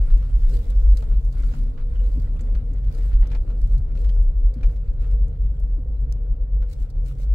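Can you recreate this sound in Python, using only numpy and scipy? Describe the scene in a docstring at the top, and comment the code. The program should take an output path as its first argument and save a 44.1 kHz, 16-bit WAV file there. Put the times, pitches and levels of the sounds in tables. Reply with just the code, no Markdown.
"""Small car on a rough track

Inside a small car that creeps along a rough dirt track with the windows shut.
Wandering tones and low noise form a throbbing cabin boom; firing harmonics form a slow engine.
Coloured noise and grains form tyre rumble and crunching grit; a rough modulated tone is the faint gearbox.
Bumps thump as sagging tones, loose trim knocks and ticks through decaying resonances, a clip chatters
as filtered taps and a wavering squeak, and clothes rustle against the seats as filtered grains."""
import sys
import numpy as np
from scipy import signal
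from scipy.fft import rfft, irfft, next_fast_len
from scipy.io import wavfile
from scipy.ndimage import uniform_filter1d

SR = 44100
rng = np.random.default_rng(int(sys.argv[2]) if len(sys.argv) > 2 else 0)


def wav_out(sig):
    """Save sig, one row per channel (or a flat mono array), as 16-bit PCM at SR to the path in sys.argv[1]."""
    wavfile.write(sys.argv[1], SR, np.round(np.clip(np.atleast_2d(sig).T, -1, 1) * 32767).astype(np.int16))


N = 323694
T = np.arange(N) / SR

# Levels in the tables are relative: each source adds its own gain.
# Spectra list f/Hz, level/dB (spectral density).

# clothes sliding on the seats: [t/s, level/dB]
CLOTH_SWAY = [(0, -66), (.2, -66), (.35, -65.5), (.5, -63), (.62, -62), (.78, -66), (.9, -69.5), (1.0, -60),
              (1.12, -69), (1.3, -67.5), (1.42, -65.5), (1.5, -58), (1.6, -62.5), (1.72, -75),
              (1.92, -74.5), (2.03, -67.5), (2.2, -65.5), (2.3, -71), (2.6, -74), (2.8, -76), (2.9, -69),
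              (3.05, -64.5), (3.17, -82), (3.35, -69), (3.56, -75), (3.75, -68.5), (3.9, -83),
              (4.05, -65.5), (4.17, -71), (4.28, -84.5), (4.55, -78), (4.7, -72), (4.9, -81), (5.1, -77),
              (5.25, -80), (5.65, -77.5), (5.85, -81.5), (5.95, -83), (6.6, -88.5), (6.75, -67.5),
              (6.95, -81.5), (7.1, -71), (7.24, -80), (7.3, -83)]
# short surges of rustle or grit: [t/s at the loudest, full width at 1/e /s, level/dB]
RUSTLE_SURGES = [(0.527, 0.1, -59.5), (2.942, 0.07, -64), (3.069, 0.2, -64.5), (4.016, 0.11, -63),
                 (4.702, 0.13, -69), (5.022, 0.036, -65), (5.075, 0.019, -67), (5.117, 0.022, -61),
                 (5.43, 0.06, -73), (6.711, 0.044, -64), (6.731, 0.019, -55.5), (6.824, 0.076, -67),
                 (7.084, 0.092, -61), (7.215, 0.079, -61)]
# spectrum of rubbing fibres: [f/Hz, level/dB]
CLOTH_SPECTRUM = [(700, -10.5), (1500, -1.5), (2600, -2.5), (3500, -3), (4700, -0.5), (5800, -4.5),
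                  (7400, -5), (9300, -5), (10400, -10.5), (13200, -12), (15600, -7)]
# a loose clip chattering after a jolt: [onset t/s, decay time to 1/e /s, level/dB]
CLIP_CHATTERS = [(1.956, 0.016, -57.5), (1.995, 0.015, -58.5), (2.03, 0.034, -71)]
CHATTER_SPECTRUM = [(1000, -28), (1500, 5), (2100, -19.5), (2700, -3.5), (2950, 4), (3200, -14),
                    (3800, -18)]
# pitch of the gear mesh, which follows the road speed: [t/s, f/Hz]
MESH_PITCH = [(0.15, 502.5), (0.5, 480.3), (1.0, 453.7), (1.6, 460), (2.15, 491.6), (2.5, 457), (2.65, 474),
              (2.85, 456), (3.4, 482), (4.5, 479.5), (4.8, 464), (5.3, 455.2), (6.7, 483.5)]
# load on the gear teeth: [t/s, level/dB]
GEAR_LOAD = [(0.0, -58), (0.18, -55), (0.42, -64.5), (0.55, -50), (0.87, -56.5), (1.03, -49), (1.12, -60),
             (1.66, -58), (1.9, -52.5), (2.15, -53), (2.25, -57.5), (2.7, -54.5), (2.88, -63), (2.96, -50),
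             (3.05, -61), (3.27, -71), (3.33, -52), (3.7, -70), (3.93, -60), (4.03, -53), (4.18, -55.5),
             (4.36, -62.5), (4.5, -53.5), (4.7, -53.5), (4.93, -61), (5.13, -51), (5.31, -53.5),
             (5.58, -62.5), (5.88, -58), (6.12, -57), (6.6, -58), (6.73, -48.5), (6.82, -71.5), (7.02, -58),
             (7.28, -56)]
# a thin drivetrain whistle: [t/s, level/dB]
WHISTLE_LEVEL = [(0, -83.5), (0.9, -74.5), (2.55, -71), (2.75, -100)]
WHISTLE_HZ = 1062  # mean pitch
# small plastic parts ticking: [t/s, 2 ms before the sound; peak level/dB; ring f/Hz;
# left minus right level/dB; cabin echo level/dB]
PLASTIC_TICKS = [(0.654, -52, 4860, 6, -4), (0.7, -45.5, 3860, -0.5, 3.5), (0.9316, -50, 3960, -1, -6),
                 (0.97, -36, 4270, -2.5, -1.5), (0.975, -46, 4300, 1, 0), (1.0234, -47, 4100, 12, -2),
                 (1.324, -50.5, 4470, 2.5, 3.5), (2.117, -52, 4600, -20, -1), (2.219, -51, 4000, 0, 2),
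                 (2.4068, -46, 7700, -7, 5), (2.7333, -54.5, 6950, 3, 0), (2.9465, -50, 4300, -6, 0),
                 (3.201, -56, 8100, 4, 3), (3.271, -46, 5570, 7.5, -5), (3.614, -54.5, 4580, 0.5, 1.5),
                 (3.673, -54.5, 3800, 10.5, 2), (3.778, -50.5, 4200, 5, 2), (4.226, -52, 10600, 1.5, 1.5),
                 (4.5373, -52.5, 4457, 2.5, 5), (5.28, -56, 7610, 2.5, -1), (5.598, -52, 11920, 2, -3),
                 (6.013, -55.5, 9000, 0, -3), (6.123, -37.5, 5800, 5, -11.5), (6.73, -48, 3930, 10, 2),
                 (6.8217, -54, 3880, 9, 6), (6.8994, -53.5, 4670, 0.5, 3), (7.0584, -52.5, 4210, 8, 6)]
# spectrum of a tick: [f/Hz, level/dB]
TICK_SPECTRUM = [(500, -17.5), (1400, -2.5), (2700, -9), (4300, -2.5), (7600, -3), (10000, -6),
                 (15500, -13)]
# loose trim panels knocking: [t/s, peak level/dB, ring f/Hz, tilt/dB per octave, left minus right level/dB]
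PANEL_KNOCKS = [(0.078, -52, 1425, -4.5, -4), (0.8609, -52.5, 1460, -2.5, -2),
                (1.0238, -40.5, 1320, -4, -3), (1.4341, -45.5, 1420, 3.5, 1), (1.537, -45.5, 1460, -1, -3),
                (1.7773, -46, 1460, -1, -6), (2.2724, -46.5, 1900, -15, -3), (2.393, -49.5, 1580, 3, 1.5),
                (2.5496, -43.5, 1410, 1, 3), (3.157, -55, 1500, 3, 0), (3.2266, -42.5, 1870, -2.5, 2),
                (3.244, -43.5, 880, -9, -2.5), (3.316, -41.5, 2410, 2.5, 6), (3.3308, -44, 1700, 0, 0),
                (3.3488, -39, 2390, 1, 6), (3.356, -42, 1280, -5, -2), (3.5018, -46.5, 1300, 0.5, 0),
                (3.9519, -50.5, 1416, 4, -1), (3.973, -50, 2680, 5, 5), (4.045, -45, 1290, 3.5, -0.5),
                (4.0918, -45.5, 3130, 4, -4.5), (4.162, -49, 1440, -6.5, -5), (4.6317, -41, 2430, 1.5, 5),
                (4.632, -50, 1920, 0.5, -13), (4.643, -49, 2200, -1, -2), (4.6927, -53, 1680, 1, 4),
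                (4.7606, -56, 2103, 8, 9), (6.623, -48.5, 1460, 1.5, 1.5), (6.639, -51, 1418, -8, 1)]
# spectrum of a knock: [f/Hz, level/dB]
KNOCK_SPECTRUM = [(200, -12.5), (600, 8), (900, 3), (1450, -1), (2400, -5.5), (3400, -6.5), (5500, -14),
                  (8000, -24.5), (15000, -39)]
# modes of the loose trim: [mean f/Hz, level/dB, t60/s]
LOOSE_TRIM_MODES = [(880, 0, 0.06), (1418, -4.5, 0.065), (1704, -5.5, 0.05), (1937, -2, 0.042),
                    (2420, -6.5, 0.07), (2970, -10.5, 0.038), (4300, -7, .04)]
# resonances of dashboard and door panels: [f/Hz, width/Hz, lift/dB]
PANEL_RESONANCES = [(1334, 91, 4), (1520, 90, 3), (2100, 150, 2.5), (2300, 200, 1), (2830, 300, 1.5),
                    (4300, 280, -1.5), (7570, 600, 2.5), (11540, 500, 5)]
# suspension thumps: [t/s, nominal peak level/dB, middle of the pitch sweep f/Hz]
SUSPENSION_THUMPS = [(0.522, -42.5, 373), (2.172, -36, 242), (2.709, -42.5, 261.6), (4.561, -36, 232),
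                     (5.78, -38.5, 264)]
# tyres on the track: [t/s, rumble level/dB, floor-pan drone level/dB, grit level/dB]
TRACK_LEVELS = [(0.0, -40, -50, -70), (0.04, -36, -52.5, -63.5), (0.47, -36, -53.5, -61),
                (0.51, -31.5, -49.5, -69), (0.95, -41, -53.5, -64), (1.15, -33, -49.5, -66.5),
                (1.19, -35, -54.5, -68), (1.52, -34.5, -52.5, -58.5), (1.58, -33, -53, -67),
                (1.88, -37.5, -54.5, -67), (2.11, -36.5, -52, -66), (2.17, -28.5, -48.5, -67),
                (2.25, -33, -54, -67), (2.35, -29.5, -52, -65.5), (2.51, -36, -49.5, -67.5),
                (2.53, -33.5, -51, -66), (2.84, -35, -53.5, -64.5), (2.88, -27, -53, -64.5),
                (2.98, -40, -48.5, -62.5), (3.08, -34, -51, -65.5), (3.18, -38, -51.5, -65),
                (3.35, -31.5, -47.5, -56.5), (3.4, -37, -54, -67.5), (3.51, -31.5, -47.5, -65),
                (3.59, -40.5, -51.5, -71.5), (3.65, -29, -54, -71.5), (3.73, -35.5, -49, -63.5),
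                (3.79, -26.5, -53.5, -69), (3.91, -40.5, -51.5, -63.5), (3.95, -29, -52, -71),
                (3.99, -37, -50, -63.5), (4.3, -37.5, -53.5, -70.5), (4.54, -41.5, -53, -70.5),
                (4.58, -32, -52.5, -62), (4.62, -35.5, -49.5, -67), (4.72, -34, -51.5, -69),
                (4.85, -36, -55, -68), (5.09, -32.5, -51, -64.5), (5.21, -34.5, -56, -72.5),
                (5.27, -29, -51.5, -71.5), (5.43, -32.5, -56.5, -68.5), (5.76, -36.5, -52, -70.5),
                (5.92, -33, -52, -74.5), (5.96, -37, -53, -72.5), (6.18, -34.5, -52, -71.5),
                (6.53, -38.5, -54, -73.5), (7.18, -35.5, -53, -72.5), (7.28, -41, -53, -69)]
# spectrum of lumps felt through the springs: [f/Hz, level/dB]
RUMBLE_SPECTRUM = [(45, -15.5), (62, 1.5), (85, -3.5), (105, -8.5), (125, -5.5), (148, -11), (185, -22.5),
                   (260, -46.5)]
# spectrum of stones on the floor pan: [f/Hz, level/dB]
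DRONE_SPECTRUM = [(130, -17.5), (190, -4.5), (235, 1.5), (290, -1.5), (345, -8.5), (395, -5.5), (425, -3.5),
                  (520, -5.5), (610, -11.5), (770, -16.5), (900, -22), (1400, -30)]
# spectrum of grit under the tread: [f/Hz, level/dB]
GRIT_SPECTRUM = [(400, -9), (750, -7), (950, -1), (1250, -0.5), (1500, -0.5), (1900, -3), (2500, -6.5),
                 (3400, -9), (4400, -10.5), (5500, -21.5), (15000, -31.5)]
# a floor panel droning: [t/s, level/dB]
FLOOR_PANEL_LEVEL = [(0, -55), (.9, -54), (1.2, -54), (1.6, -46), (1.9, -51), (2.6, -49.5), (2.9, -52),
                     (3.1, -60), (3.7, -53), (4.3, -62.5), (7.3, -70)]
# spectrum of that panel: [f/Hz, level/dB]
FLOOR_PANEL_SPECTRUM = [(185, -21.0), (215, -1.5), (250, -7.5), (310, -17.5)]
# harmonics of the engine: [multiple of the firing rate, level/dB]
ENGINE_HARMONICS = [(1, -27.5), (2, -43.5), (3, -47.5)]
FIRING_HZ = 45.33  # mean rate
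# throbbing level of the low cabin boom: [t/s, level/dB]
BOOM_THROB = [(0.0, -11.5), (0.09, -26), (0.13, -9.5), (0.2, -21.5), (0.28, -25.5), (0.34, -10.5),
              (0.39, -19.5), (0.43, -15), (0.49, -11.5), (0.51, -24.5), (0.57, -15.5), (0.61, -21.5),
              (0.65, -39), (0.69, -13), (0.73, -22), (0.79, -15), (0.93, -10), (0.95, -20), (1.14, -18.5),
              (1.18, -9), (1.22, -28.5), (1.28, -14.5), (1.32, -32.5), (1.36, -12.5), (1.42, -25),
              (1.44, -13), (1.57, -24), (1.61, -16), (1.75, -24.5), (2.09, -15.5), (2.11, -28.5),
              (2.15, -18.5), (2.3, -25), (2.38, -15.5), (2.42, -35.5), (2.46, -18.5), (2.54, -16.5),
              (2.77, -27), (2.88, -19), (3.03, -24), (3.05, -15), (3.09, -25.5), (3.15, -10), (3.19, -18),
              (3.23, -8), (3.27, -33), (3.39, -15), (3.54, -27), (3.64, -11), (3.68, -22), (3.76, -11.5),
              (3.8, -32), (3.82, -18.5), (3.99, -20), (4.05, -13), (4.12, -20), (4.2, -11), (4.25, -21),
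              (4.3, -13), (4.335, -34), (4.37, -11.5), (4.41, -23), (4.45, -10.5), (4.55, -33.5),
              (4.59, -19), (4.61, -43.5), (4.65, -12), (4.72, -25), (4.76, -19), (4.84, -27), (4.88, -18.5),
              (5.06, -21.5), (5.16, -12), (5.18, -22), (5.24, -13), (5.35, -35.5), (5.43, -17),
              (5.55, -26.5), (5.63, -16), (5.69, -26.5), (5.79, -17.5), (5.85, -29.5), (5.9, -16.5),
              (5.96, -24.5), (6.04, -17.5), (6.26, -29), (6.32, -14), (6.38, -34), (6.42, -16), (6.49, -47),
              (6.53, -18.5), (6.65, -20.5), (6.71, -33.5), (6.83, -15.5), (6.87, -33), (6.99, -20.5),
              (7.1, -28), (7.3, -14)]
# spectrum of the air buffeting: [f/Hz, level/dB]
BOOM_SPECTRUM = [(12, -34.5), (19, -12.5), (25, -2), (33, 1), (44, -4.5), (50, -2), (56, -10.5), (66, -4.5),
                 (85, -36.5)]
# response that keeps the throbbing boom deep: [f/Hz, gain/dB]
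BOOM_RESPONSE = [(21, 4.0), (54, 0), (68, -7.5), (100, -34.5)]
BOOM_HZ = 41.86  # mean note at which the cabin booms
# width of the cabin sound at two ports a hand apart: [f/Hz, side minus mid level/dB]
CABIN_WIDTH = [(40, -22), (70, -20), (120, -15), (200, -11), (380, -6.5), (700, -2.5), (1290, 1.5),
               (2400, 0), (15000, 0)]
TOP_HZ = 15700  # upper limit of the pickup


def undb(db):
    """Logarithmic measure: a level in decibels becomes an amplitude ratio."""
    return 10 ** (np.asarray(db) / 20)


def curves(table):
    """Linear interpolation: each column of a (t/s, ..) table is read at every sample."""
    s, *columns = np.transpose(table)
    return [np.interp(T, s, c) for c in columns]


def unit(x):
    """Normalisation: scale to an rms of 1."""
    return x / np.sqrt(np.mean(x ** 2))


def gains(points, size):
    """Frequency response: a (f/Hz, level/dB) table becomes a gain for every bin of a transform."""
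    hz, db = np.transpose(points)
    f = np.maximum(np.fft.rfftfreq(size, 1 / SR), 1)
    octaves_below = np.maximum(np.log2(hz[0] / f), 0)
    octaves_above = np.maximum(np.log2(f / hz[-1]), 0)
    # outside the table the response falls by 30 dB per octave
    return undb(np.interp(np.log(f), np.log(hz), db) - 30 * (octaves_below + octaves_above))


def colour(x, points):
    """Linear filtering: the spectrum is multiplied by a (f/Hz, level/dB) response."""
    size = next_fast_len(x.shape[-1])
    return irfft(rfft(x, size) * gains(points, size), size)[..., :x.shape[-1]]


def resonate(modes, size):
    """Resonance: gain for every bin of a transform, lifted around each (f/Hz, width/Hz, lift/dB) mode."""
    f = np.fft.rfftfreq(size, 1 / SR)
    return undb(sum(db / (1 + (2 * (f - hz) / width) ** 2) for hz, width, db in modes))


def through_trim(x):
    """Transmission: sound that reaches the ears by way of the panels takes on their resonances."""
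    size = next_fast_len(N)
    return irfft(rfft(x, size) * resonate(PANEL_RESONANCES, size), size)[:, :N]


def walk(rate):
    """Random modulation: smooth chance that changes about rate times a second, with rms 1."""
    k = int(SR / rate)
    steps = np.repeat(rng.standard_normal(N // k + 1), k)
    smooth = uniform_filter1d(uniform_filter1d(steps, k), k)
    return unit(smooth[:N])


def cabin(pair):
    """Diffuse field: two unrelated signals give bass alike in both ears and treble unrelated."""
    mid, side = pair[0], colour(pair[1], CABIN_WIDTH)
    return np.array([mid + side, mid - side]) / np.sqrt(np.mean(mid ** 2))


def noise(points):
    """Filtered random noise: a diffuse field of a given spectrum."""
    return cabin(colour(rng.standard_normal((2, N)), points))


def grains(points, rate, spread_db, bed, size=256):
    """Shot noise: tiny unequal clicks over a smooth bed, at shared times with a different waveform per channel."""
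    count = int(rate * N / SR)
    starts = rng.integers(0, N, count)
    at = (starts[:, None] + np.arange(size)).ravel()
    sizes = undb(spread_db * np.minimum(rng.exponential(size=(count, 1)), 4))
    decay = np.exp(-T[:size] / 0.0016)
    bursts = rng.standard_normal((2, count, size)) * sizes * decay
    clicks = unit(np.array([np.bincount(at, b.ravel(), N)[:N] for b in bursts]))
    return cabin(colour(clicks + bed * rng.standard_normal((2, N)), points))


def shifting(x, depth_db, size=512, frames_count=7, bins_count=5):
    """Spectral modulation: narrow patches swell and fade on their own, so the colour never sits still."""
    spectra = signal.stft(x, nperseg=size)[2]
    patches = uniform_filter1d(rng.standard_normal(spectra.shape[1:]), frames_count, axis=1)
    patches = unit(uniform_filter1d(patches, bins_count, axis=0))
    varied = spectra * unit(undb(depth_db * patches))
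    return signal.istft(varied, nperseg=size)[1][:, :N]


def level_peak(sound):
    """Short-time level: scale so that the 1 ms rms of the mean of both ears peaks at 1."""
    return sound / np.sqrt(uniform_filter1d(sound.mean(0) ** 2, SR // 1000).max())


def strike(points, ring, tilt_db, pan_db, echo_db, t60, size=4096):
    """Impulse response: a blow excites a part's own ring, as direct sound and then dense reflections."""
    t = T[:size]
    envelope = np.exp(-np.log(1000) * t / t60) * (1 - np.exp(-t / 0.001))
    tail = rng.standard_normal((2, size)) * envelope
    blow = undb(echo_db) * tail / np.sqrt(np.sum(tail ** 2) / 2)
    # the direct sound reaches the far ear up to 20 samples late
    lag = int(np.clip(abs(pan_db) * 8, 0, 20))
    near = int(pan_db < 0)
    blow[near, 0] += 1
    blow[1 - near, lag] += 1
    # the part's colour as a causal (minimum-phase) response, so nothing sounds before the blow
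    tilted = [(hz, db + tilt_db * np.log2(hz / 3000)) for hz, db in points]
    response = gains(tilted, size) * resonate([*PANEL_RESONANCES, ring], size)
    cepstrum = irfft(np.log(response + 1e-4))
    cepstrum[1:size // 2] *= 2
    cepstrum[size // 2 + 1:] = 0
    sound = irfft(rfft(blow) * np.exp(rfft(cepstrum)))
    return level_peak(sound * undb([[pan_db / 2], [-pan_db / 2]]))


def ringing(hz, tilt_db, pan_db, own_db=3, own_t60=0.042, scatter_db=5.5, away_db=4, size=6144):
    """Modal decay: the modes of the trim ring on after a blow, favouring those near the struck part's note."""
    t, sound = T[:size], 0
    for f, db, t60 in [*LOOSE_TRIM_MODES, (hz, own_db, own_t60)]:
        strength, detune, left, right = rng.standard_normal(4)
        octaves = np.log2(f / hz)
        gain = undb(db + scatter_db * strength + tilt_db * octaves / 2 - away_db * abs(octaves))
        phase = 2 * np.pi * f * (1 + .015 * detune) * t + np.array([[left], [right]])
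        sound = sound + gain * np.sin(phase) * np.exp(-np.log(1000) * t / t60)
    onset = 1 - np.exp(-t / .001)
    return level_peak(sound * onset * undb([[pan_db / 2], [-pan_db / 2]]))


def add(out, s, sound):
    """Superposition: a sound is summed in from time s."""
    i = max(int(s * SR), 0)
    out[:, i:i + sound.shape[-1]] += sound[..., :N - i]


def clothes(cloth_db=-1.92, surge_db=-2.0, catch_db=0.0, fold_db=1.4):
    """Stick-slip friction: fibres catch and slip, fold by fold, as passengers sway; short surges stand out."""
    sway = undb(curves(CLOTH_SWAY)[0] + cloth_db)
    surges = sum(undb(db + surge_db) * np.exp(-(2 * (T - s) / length) ** 2)
                 for s, length, db in RUSTLE_SURGES)
    rubbing = grains(CLOTH_SPECTRUM, rate=500, spread_db=3.8, bed=.8)
    fibres = shifting(through_trim(rubbing), 2.8)
    unevenness = undb(catch_db * walk(110) + fold_db * walk(30))
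    return fibres * np.hypot(sway, surges) * unevenness


def chatter(squeak_hz=2920, squeak_db=-5, taps_db=0.5):
    """Repeated contact: a loose clip buzzes in filtered taps, with a wavering squeak, and dies away."""
    taps = grains(CHATTER_SPECTRUM, rate=300, spread_db=2, bed=.4)
    squeak = unit(np.sin(2 * np.pi * np.cumsum(squeak_hz * (1 + .045 * walk(500))) / SR))
    jolts = sum(undb(db) * (T > s) * np.exp(-np.abs(T - s) / length) for s, length, db in CLIP_CHATTERS)
    return (undb(taps_db) * taps + undb(squeak_db) * squeak) * jolts


def gearbox(mesh_db=-2.5, upper_db=-4.5, upper_hz=522, whistle_db=-2):
    """Periodic tooth contact: a rough mesh note follows the speed, with a steady casing ring and a thin whistle."""
    mesh_phase = 2 * np.pi * np.cumsum(curves(MESH_PITCH)[0]) / SR
    casing_phase = 2 * np.pi * np.cumsum(upper_hz * (1 + .012 * walk(2))) / SR
    pair = []
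    # complex random amplitudes roughen the tones; only the mid signal has a steady part
    for steady in (1, 0):
        mesh = (steady + .8 * (walk(35) + 1j * walk(35))) * np.exp(1j * mesh_phase)
        upper = (walk(30) + 1j * walk(30)) * np.exp(1j * casing_phase)
        pair.append(unit(mesh.real) + undb(upper_db) * unit(upper.real))
    louder_left = undb([[2.2], [-2.2]])
    song = cabin(np.array(pair)) * undb(curves(GEAR_LOAD)[0] + mesh_db) * louder_left
    whistle = unit(np.sin(2 * np.pi * np.cumsum(WHISTLE_HZ * (1 + 0.013 * walk(40))) / SR))
    return song + whistle * undb(curves(WHISTLE_LEVEL)[0] + whistle_db + 2.0 * walk(22))


def trim(knock_db=-3.5, modes_db=-9.0, tick_db=-3.5, knock_echo_db=5, knock_t60=0.066, tick_t60=0.044,
         knock_ring_db=5, tick_ring_db=9):
    """Impact excitation: loose panels knock and ring in their modes, and small parts tick."""
    out = np.zeros((2, N))
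    for s, db, hz, tilt_db, pan_db in PANEL_KNOCKS:
        ring = (hz, 0.28 * hz, knock_ring_db)
        knock = strike(KNOCK_SPECTRUM, ring, tilt_db, pan_db, knock_echo_db, knock_t60)
        add(out, s, undb(db + knock_db) * knock)
        add(out, s, undb(db + modes_db) * ringing(hz, tilt_db, pan_db))
    for s, db, hz, pan_db, echo_db in PLASTIC_TICKS:
        ring = (hz, 0.31 * hz, tick_ring_db)
        tick = strike(TICK_SPECTRUM, ring, 0, pan_db, echo_db, tick_t60)
        add(out, s + 0.002, undb(db + tick_db) * tick)
    return out


def suspension(swell_s=0.0087):
    """Damped transient: a wheel drops into a hole, a soft, rough thump whose pitch sags as the load eases."""
    out, t = np.zeros((2, N)), T[:SR // 5]
    envelope = t / swell_s * np.exp(1 - t / swell_s)  # peaks at 1 after swell_s
    for s, db, hz in SUSPENSION_THUMPS:
        # from 17 % above the middle pitch towards 17 % below
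        phase = 2 * np.pi * np.cumsum(hz * (1 + .17 * (2 * np.exp(-t / .025) - 1))) / SR
        judder = .6 * walk(110)[:len(t)]
        add(out, s, undb(db) * envelope * (np.sin(phase) + judder * np.cos(phase)))
    return out


def pebbles(rate=45, spread_db=3, ring_s=0.0062, size=1024):
    """Free vibration: single stones snap out from under the tread, each with its own short ring."""
    out, t = np.zeros((2, N)), T[:size]
    for when, pitch, luck, left, right in rng.random((int(rate * N / SR), 5)):
        hz = 1200 * 2 ** (2.3 * pitch)
        ring = np.sin(2 * np.pi * (hz * t + np.array([[left], [right]]))) * np.exp(-t / ring_s)
        # sizes are very unequal, and higher rings are weaker
        level_db = spread_db * min(-np.log(1 - luck), 3) - 5 * pitch
        add(out, when * (N - 1) / SR, ring * undb(level_db))
    return unit(out)


def tyres(rumble_db=-0.1, drone_db=0.48, grit_db=-3, jolt_db=3.0, panel_db=0, stones_db=-12):
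    """Rough-surface excitation: lumps rumble through springs, stones drum the floor pan, grit and gravel crunch."""
    rumble, drone, grit = curves(TRACK_LEVELS)
    fine = grains(GRIT_SPECTRUM, rate=500, spread_db=4, bed=1) * undb(grit_db + jolt_db * walk(30))
    coarse = pebbles() * undb(stones_db)
    crunch = shifting(through_trim(fine + coarse), 2)
    panel = noise(FLOOR_PANEL_SPECTRUM) * undb(curves(FLOOR_PANEL_LEVEL)[0] + panel_db)
    drumming = grains(DRONE_SPECTRUM, rate=400, spread_db=2.5, bed=1.2)
    return (noise(RUMBLE_SPECTRUM) * undb(rumble + rumble_db) + panel
            + drumming * undb(drone + drone_db) + crunch * undb(grit))


def engine():
    """Harmonic series of the firing rate: a four-cylinder at low revs, its speed and load a little unsteady."""
    phase = 2 * np.pi * np.cumsum(FIRING_HZ * (1 + 0.0248 * walk(2))) / SR
    return sum(undb(db + 2.0 * walk(8.3)) * np.sin(k * phase) for k, db in ENGINE_HARMONICS)


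def boom(boom_db=-2.0, wander=0.14795, buffet_db=-5.0):
    """Amplitude modulation: unsteady low tones and buffeting air form a cabin boom whose level throbs."""
    tones = [np.sin(2 * np.pi * np.cumsum(BOOM_HZ * (1 + wander * walk(20))) / SR) for _ in range(2)]
    air = cabin(np.array(tones)) + undb(buffet_db) * noise(BOOM_SPECTRUM)
    throbbing = air * undb(curves(BOOM_THROB)[0] + boom_db)
    # filtering after the modulation keeps the swells deep in pitch
    return colour(throbbing, BOOM_RESPONSE)


def scene():
    """Superposition of all sources, as heard from the front seats."""
    return clothes() + chatter() + gearbox() + trim() + suspension() + tyres() + engine() + boom()


def record(dry, hiss_db=-87):
    """Two-port pickup: faint hiss, the left port a little more sensitive, a 4 ms fade-in, the top cut off."""
    ports = dry * undb([[.28], [-.28]]) * np.minimum(T / .004, 1)
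    hiss = undb(hiss_db) * rng.standard_normal((2, N))
    low_pass = signal.ellip(12, .1, 80, TOP_HZ, fs=SR, output="sos")
    return signal.sosfilt(low_pass, ports + hiss)


dry = scene()
out = record(dry)
wav_out(out)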